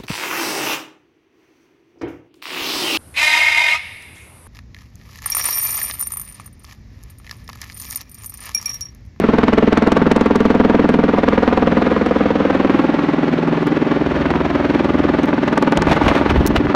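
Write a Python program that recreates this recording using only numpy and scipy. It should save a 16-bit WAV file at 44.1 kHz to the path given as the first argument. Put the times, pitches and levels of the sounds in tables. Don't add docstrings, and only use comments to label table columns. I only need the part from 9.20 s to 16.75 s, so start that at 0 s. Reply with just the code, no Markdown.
import sys
import numpy as np
from scipy import signal
from scipy.fft import rfft, irfft
from scipy.io import wavfile

SR = 44100
rng = np.random.default_rng(int(sys.argv[2]) if len(sys.argv) > 2 else 0)


def gain_from_decibels(decibels):
    exponent = np.asarray(decibels, float) / 20
    return 10 ** exponent


def digitize_waveform(pressure):
    field = np.atleast_2d(pressure).T
    bounded = np.clip(field, -1, 1)
    quanta = np.round(bounded * 32767).astype(np.int16)
    wavfile.write(sys.argv[1], SR, quanta)


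N = 332955
T = np.arange(N) / SR
NEAR_LAG_MS = .1
# (time [s], roar level [dB], throb depth [dB], shock level [dB])
ROTOR_LOAD = [(0.0, -24.5, 6, -5.5), (0.21, -26, 10, -3), (1.91, -26.5, 7, -5.5), (2.1, -26, 6.5, -2.5),
              (3.57, -24, 5.5, -10), (3.74, -25, 4.5, -10), (4.7, -26, 6, -23), (4.9, -25.5, 5, -11),
              (5.64, -25.5, 9, -14), (6.16, -26, 6.5, -10), (6.41, -27.5, 11.5, -3.5),
              (6.9, -20.5, 2, -2.5), (7.17, -24.5, 7.5, -12), (7.42, -26, 2.5, -43), (7.55, -27.5, 8, 2)]


def in_time(rows, t):
    s, *columns = np.transpose(rows)
    return [np.interp(t, s, c) for c in columns]


def rms_one(x):
    return x / np.sqrt(np.mean(x ** 2) + 1e-20)


def cut(x, hz, kind, order=2):
    hz = np.clip(hz, 10, .45 * SR)
    return signal.sosfilt(signal.butter(order, hz, kind, fs=SR, output="sos"), x)


def coloured(spectrum):
    hz = np.fft.rfftfreq(N, 1 / SR) + 1
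    point_hz, point_db = np.transpose(spectrum)
    shape_db = np.interp(np.log(hz), np.log(point_hz), point_db)
    return rms_one(irfft(rfft(rng.standard_normal(N)) * gain_from_decibels(shape_db), N))


def drift(rate_hz):
    if rate_hz > 10:
        return rms_one(cut(rng.standard_normal(N + SR), rate_hz, "low")[SR:])
    knots_s = np.arange(200) / rate_hz / 2
    return rms_one(np.interp(T, knots_s, rng.standard_normal(200)))


def clicks(times_s, sizes):
    out = np.zeros(N)
    index = np.round(np.asarray(times_s) * SR).astype(int)
    inside = (index >= 0) & (index < N)
    np.add.at(out, index[inside], np.asarray(sizes)[inside])
    return out


def spike(train, width_ms):
    u = np.arange(-100, 101) / SR * 1000 / width_ms
    return signal.fftconvolve(train, -u * np.exp(.5 - u ** 2 / 2), "same")


def swells(rows):
    levels = []
    for s, db, rise_ms, fall_ms in rows:
        scale_ms = np.where(T < s, rise_ms, fall_ms)
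        levels.append(gain_from_decibels(db) * np.exp(-np.abs(T - s) * 1000 / scale_ms))
    return np.max(levels, axis=0)


def blade_times():
    blade_hz, first_s = 20.52, .022
    # (time [s], extra delay [ms])
    travel = [(0.0, 19.1), (0.45, 17.05), (0.9, 16.5), (1.2, 15.1), (1.65, 14.6), (2.55, 15.0),
              (2.75, 15.4), (3.9, 15.75), (4.2, 15.0), (4.5, 15.05), (4.8, 16.0), (5.2, 17.5), (5.42, 17.9),
              (5.68, 19.5), (6.0, 19.35), (6.7, 21.2), (7.05, 23.0), (7.55, 23.4)]
    sent = first_s + np.arange(-1, 156) / blade_hz
    return sent + in_time(travel, sent + .018)[0] / 1000


def ground_lag(t):
    # (time [s], extra delay [ms])
    detour = [(0.0, 4.49), (1.5, 4.23), (3.1, 4.014), (3.7, 3.5), (5.0, 3.32), (5.3, 2.82), (5.6, 3.35),
              (7.55, 3.32)]
    return in_time(detour, t)[0] / 1000


def drone(turns):
    # (peak time [s], level [dB], rise [ms], fall [ms])
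    wall_swells = [(0.12, -27, 500, 750), (0.8, -20, 70, 180), (1.76, -24, 470, 380), (2.48, -24, 240, 360),
                   (4.3, -21.5, 810, 350), (5.17, -24, 380, 200), (5.61, -29, 71, 430),
                   (6.06, -27, 600, 190), (6.7, -22.5, 320, 29), (7.5, -45, 900, 500)]
    return gain_from_decibels(1.5) * swells(wall_swells) * np.sin(2 * np.pi * 8 * turns)


def hum(turns):
    # (blade multiple [-], level [dB])
    tones = [(1, -15), (2, -27), (3, -6), (4, -5)]
    # (time [s], level [dB])
    hum_level = [(0.0, -30), (1.91, -31), (2.1, -26.5), (3.57, -33.5), (3.74, -40.5), (4.7, -38.5),
                 (4.9, -26), (5.64, -32.5), (5.86, -24.5), (6.16, -40), (6.6, -28)]
    hum_db, = in_time(hum_level, T)
    tone_sum = np.zeros(N)
    for k, db in tones:
        tone_sum += gain_from_decibels(db + 2 * drift(1.5)) * np.sin(2 * np.pi * (k * turns + rng.random()))
    return gain_from_decibels(hum_db + 2.0) * tone_sum * np.clip((6.6 - T) / .3, 0, 1)


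def roar(at):
    # (frequency [Hz], density [dB per Hz])
    spectrum = [(30, -28.5), (100, -6), (170, -6), (270, 3), (370, -2), (550, -4), (1000, -7.5),
                (2000, -13.5), (3000, -20.5), (4600, -29.5), (5200, -33), (6800, -42.5), (9500, -54.5),
                (10500, -60)]
    bounce_db = -11
    roar_db, throb_db, _ = in_time(ROTOR_LOAD, T)
    ms = np.arange(-500, 1400) / SR * 1000
    swell = np.exp(-((ms - 2.5) / 9.) ** 2)
    passes = clicks(at, gain_from_decibels(1.5 * rng.standard_normal(len(at))))
    throb = signal.fftconvolve(passes, swell)[500:500 + N]
    source = coloured(spectrum) * gain_from_decibels(throb_db * throb + 1.36 * drift(38))
    bounced = np.interp(T - ground_lag(T), T, cut(source, 2100, "low"))
    return gain_from_decibels(roar_db + 1.0) * (source + gain_from_decibels(bounce_db) * bounced)


def snaps():
    # (time [s], peak level [dB])
    loud = [(0.571, -12), (0.6685, -13), (0.719, -8), (1.6913, -7.5), (1.743, -12), (2.862, -20),
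            (5.056, -7), (5.105, -5.5), (5.139, -7.5), (5.177, -28), (5.645, -15.5), (6.0587, -17),
            (6.131, -5), (7.47, -7), (7.529, -16)]
    struck = rng.random(N) < 120. / SR
    faint = struck * gain_from_decibels(-42 + 5.4 * np.minimum(rng.exponential(1, N), 4))
    s, db = np.transpose(loud)
    return spike(faint + clicks(s, gain_from_decibels(db)), width_ms=0.15)


def gust():
    # (peak time [s], level [dB], rise [ms], fall [ms])
    thuds = [
        (6.592, -16.5, 27, 17),
        (6.716, -19.5, 100, 98),
        (6.866, -6, 15, 19),
        (7.222, -15.5, 140, 18),
        (7.382, -19.5, 160, 19),
        (7.456, -19.5, 20, 27),
    ]
    # (frequency [Hz], density [dB per Hz])
    thud_spectrum = [(20, -14), (40, -1.5), (70, 6), (130, -3.5), (250, -11), (500, -31), (1000, -67)]
    # (peak time [s], level [dB], rise [ms], fall [ms])
    puffs = [(6.695, -18.5, 11, 20), (6.72, -10.5, 11, 16), (6.765, -22, 35, 2.1), (6.83, -23, 15, 83),
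             (6.885, -13, 7.9, 17), (6.96, -19.5, 33, 33), (7.103, -12, 6, 6.7), (7.2, -35.5, 32, 87),
             (7.365, -9, 4.5, 7.2)]
    # (frequency [Hz], density [dB per Hz])
    tear_spectrum = [(100, -39), (250, -12), (600, 6), (1200, -5), (2500, -7), (5000, -21.5), (9000, -36),
                     (16000, -50.5)]
    thud = swells(thuds) * gain_from_decibels(3. * drift(15)) * coloured(thud_spectrum)
    thud = thud * np.clip((T - 6.4) / .15, 0, 1)
    tear = swells(puffs) * gain_from_decibels(3 * drift(150)) * coloured(tear_spectrum)
    return thud + tear


def grit():
    # (time [s], peak level [dB], ring [ms])
    grains = [
        (4.471, -29, 1.5),
        (6.057, -31, 1.),
        (7.2642, -9, 1.6),
        (7.2725, -10, 2.2),
        (7.279, -25, 2.),
        (7.3627, -25, 1.5),
    ]
    fade = sum(gain_from_decibels(db) * (T >= s) * np.exp(-np.abs(T - s) * 1000 / ms) for s, db, ms in grains)
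    rattle = fade * rng.choice([-1, 1], N)
    return gain_from_decibels(-3.0) * cut(rattle, 2800, "high") + gain_from_decibels(-7.0) * cut(rattle, [4800, 7500], "band")


def shreds(at):
    chance = rng.standard_normal((len(at), 2, 5))
    shock_db = in_time(ROTOR_LOAD, at)[2][:, None]
    times = (at[:, None] + (2.476 + 6.0 * chance[:, 0]) / 1000).ravel()
    sizes = gain_from_decibels(shock_db - 9.0 + 2.9 * chance[:, 1]).ravel()
    bounced = gain_from_decibels(-5.5) * clicks(times + ground_lag(times), sizes)
    return spike(clicks(times, sizes) + bounced, width_ms=0.23)


def cracks(at):
    # (time [s], peak level [dB])
    lone = [(0.28, -33.5), (0.7192, -21.5), (0.9153, -18.5), (1.0603, -28), (1.6904, -24), (1.741, -28.5),
            (2.569, -50), (2.862, -30), (4.4696, -30), (5.057, -38), (5.1047, -29.5), (5.6446, -33.5),
            (6.0327, -27), (6.0575, -34.5), (6.2781, -32)]
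    # (middle [s], half length [s], level [dB])
    runs = [(0.298, 0.18, -44), (0.66, 0.16, -27), (1.1, 0.35, -25.5), (1.5, 0.22, -44), (2.15, .2, -43),
            (5.86, .06, -48), (6.4, 0.085, -21.5), (6.593, 0.086, -12.5), (3.8, 4.5, -52)]
    lead_ms, scatter_db = 0.58, 5
    chance = rng.standard_normal((len(at), 2))
    run_db = np.max([db - 20 * ((at - s) / half_s) ** 4 for s, half_s, db in runs], axis=0)
    run_db = run_db + scatter_db * chance[:, 0]
    run_s = at + (1.1 * chance[:, 1] - lead_ms) / 1000
    lone_s, lone_db = np.transpose(lone)
    s, db = np.append(run_s, lone_s), np.append(run_db, lone_db)
    fronts = clicks(s, gain_from_decibels(db + 6.5)) + clicks(s + ground_lag(s), gain_from_decibels(db))
    fade = signal.lfilter([1], [1, -np.exp(-1000 / SR / 0.57)], fronts + 1e-18)
    burst = cut(fade * rng.choice([-1, 1], N), 1400, "high")
    return gain_from_decibels(8.0) * cut(burst, 4500, "low") + gain_from_decibels(-17.5) * burst


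def shocks(at):
    scatter_ms, scatter_db = .4, 2.5
    edge = at + (NEAR_LAG_MS - .65 + scatter_ms * rng.standard_normal(len(at))) / 1000
    shock_db = in_time(ROTOR_LOAD, at)[2] - 3
    direct_db, bounce_db = shock_db + scatter_db * rng.standard_normal((2, len(at)))
    fronts = clicks(edge, gain_from_decibels(direct_db)) + clicks(edge + ground_lag(at), gain_from_decibels(bounce_db - 4))
    return spike(fronts, width_ms=.16)


def slap(train, swing_hz, fade_ms, lead, lead_ms, edge_ms, start):
    ms = np.arange(-400, 900) / SR * 1000 + 1000 / swing_hz / 6
    past = (1 + np.tanh(ms / edge_ms)) / 2
    before = lead * np.exp(np.minimum(ms, 0) / lead_ms)
    swing = -np.sin(2 * np.pi * swing_hz * ms / 1000 + start)
    after = swing * np.exp(-np.maximum(ms, 0) / fade_ms)
    return signal.fftconvolve(train, (1 - past) * before + past * after)[400:400 + N]


def side_paths(rows, at):
    turn_start_s, turn_end_s, wander_db = 3.05, 3.7, 3
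    turn = np.clip((at - turn_start_s) / (turn_end_s - turn_start_s), 0, 1)
    paths = []
    for ms, turned_ms, db, turned_db in rows:
        wander = wander_db * np.interp(at, T, drift(1.167))
        paths.append((ms + turn * (turned_ms - ms), db + turn * (turned_db - db) + wander))
    return paths


def arrivals(at, paths):
    chance = rng.standard_normal((len(at), 2, len(paths)))
    out = np.zeros(N)
    for k, (ms, db) in enumerate(paths):
        times = at + (ms + .09 * chance[:, 0, k]) / 1000
        out += clicks(times, gain_from_decibels(db + 1.3 * chance[:, 1, k]))
    return out


def rotors(at):
    # (time [s], near rotor [dB], its ground bounce [dB], far rotor [dB], far rotor lag [ms])
    pose = [(0.0, 2, 5, 0, 8.8), (0.67, -3, 7.5, -12, 9.9), (1.3, 5.5, 3.5, -2.5, 9.2),
            (2.0, 1, 1.5, -7.5, 8.7), (2.87, -5, -0.5, -7.5, 9.9), (3.2, -3.5, 0, -20, 6.7),
            (3.5, 0.5, 0.5, -1.5, 7.0), (3.74, -2.5, -3.5, -3, 7.13), (4.18, -8, -15, -1.5, 8.34),
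            (4.62, -2, -11, 0, 7.3), (5.06, -7, -41, -3.5, 8.38), (5.5, -4.5, -26, -5.5, 7.8),
            (5.94, -7, -5, -7.5, 7.9), (6.38, -2.5, -10, -2.5, 7.7), (6.81, 1.5, -11, -11, 7.2),
            (7.55, -2.5, -14.5, -4, 8.0)]
    # (lag before [ms], lag after [ms], level before [dB], level after [dB])
    vortex_paths = [
        (-2.13, -2.5, -7, -23.5),
        (1.9, 0.8, -8.5, -9.5),
    ]
    # (lag before [ms], lag after [ms], level before [dB], level after [dB])
    far_bounce = [(13.1, 11.3, -19, -14)]
    # (lag before [ms], lag after [ms], level before [dB],
    # level after [dB])
    outer_paths = [(-1.5, -5.5, -20.5, -10.5), (14, 15, -2.5, -10.5), (17.5, 20.5, -18, -13.5),
                   (25, 24.5, -11.5, -24), (30.0, 30.5, -28, -28.5), (34.5, 35.5, -13.5, -11.5)]
    glint_s, glint_half_s, glint_db = 5.8, .4, 12
    near_db, bounce_db, far_db, far_ms = in_time(pose, at)
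    bounce_ms = NEAR_LAG_MS + 1000 * ground_lag(at)
    near = slap(arrivals(at, [(NEAR_LAG_MS, near_db), (bounce_ms, bounce_db)]),
                swing_hz=257, fade_ms=1.94, lead=.96, lead_ms=.74, edge_ms=.4, start=.58)
    (echo_ms, echo_db), = side_paths(far_bounce, at)
    echo_db = echo_db + glint_db * np.exp(-((at - glint_s) / glint_half_s) ** 2)
    far = slap(arrivals(at, [(far_ms, far_db), (echo_ms, echo_db)]),
               swing_hz=344, fade_ms=2.04, lead=.19, lead_ms=2.4, edge_ms=.62, start=.51)
    vortex = slap(arrivals(at, side_paths(vortex_paths, at)),
                  swing_hz=528, fade_ms=2., lead=0, lead_ms=.2, edge_ms=1.5, start=.36)
    outer = slap(arrivals(at, side_paths(outer_paths, at)),
                 swing_hz=232, fade_ms=2.75, lead=.25, lead_ms=1.4, edge_ms=1.5, start=.66)
    return gain_from_decibels(.3) * cut(near + far + vortex + outer, 75, "high")


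def scene():
    at = blade_times()
    turns = np.interp(T, at, np.arange(len(at)))
    background = drone(turns) + hum(turns) + roar(at) + snaps()
    downwash = gust() + grit()
    return (background + downwash + shreds(at) + cracks(at) + shocks(at) + rotors(at))[None]


def roll_off(x):
    return signal.sosfilt(signal.butter(12, 15850, fs=SR, output="sos"), x)


def record(dry):
    # (frequency [Hz], width [Hz], share removed [-])
    port_dips = [(4900, 500, 0.39), (7600, 1100, 0.33), (10500, 1000, 0.35)]
    ceiling = .715
    x = cut(dry, 13, "high", order=1) / ceiling
    for hz, width_hz, share in port_dips:
        x = x - share * signal.lfilter(*signal.iirpeak(hz, hz / width_hz, fs=SR), x)
    x = ceiling * x / (1 + np.abs(x) ** 5) ** (1 / 5)
    return roll_off(cut(x, 15900, "low", order=16))


dry = scene()
out = record(dry)
digitize_waveform(out)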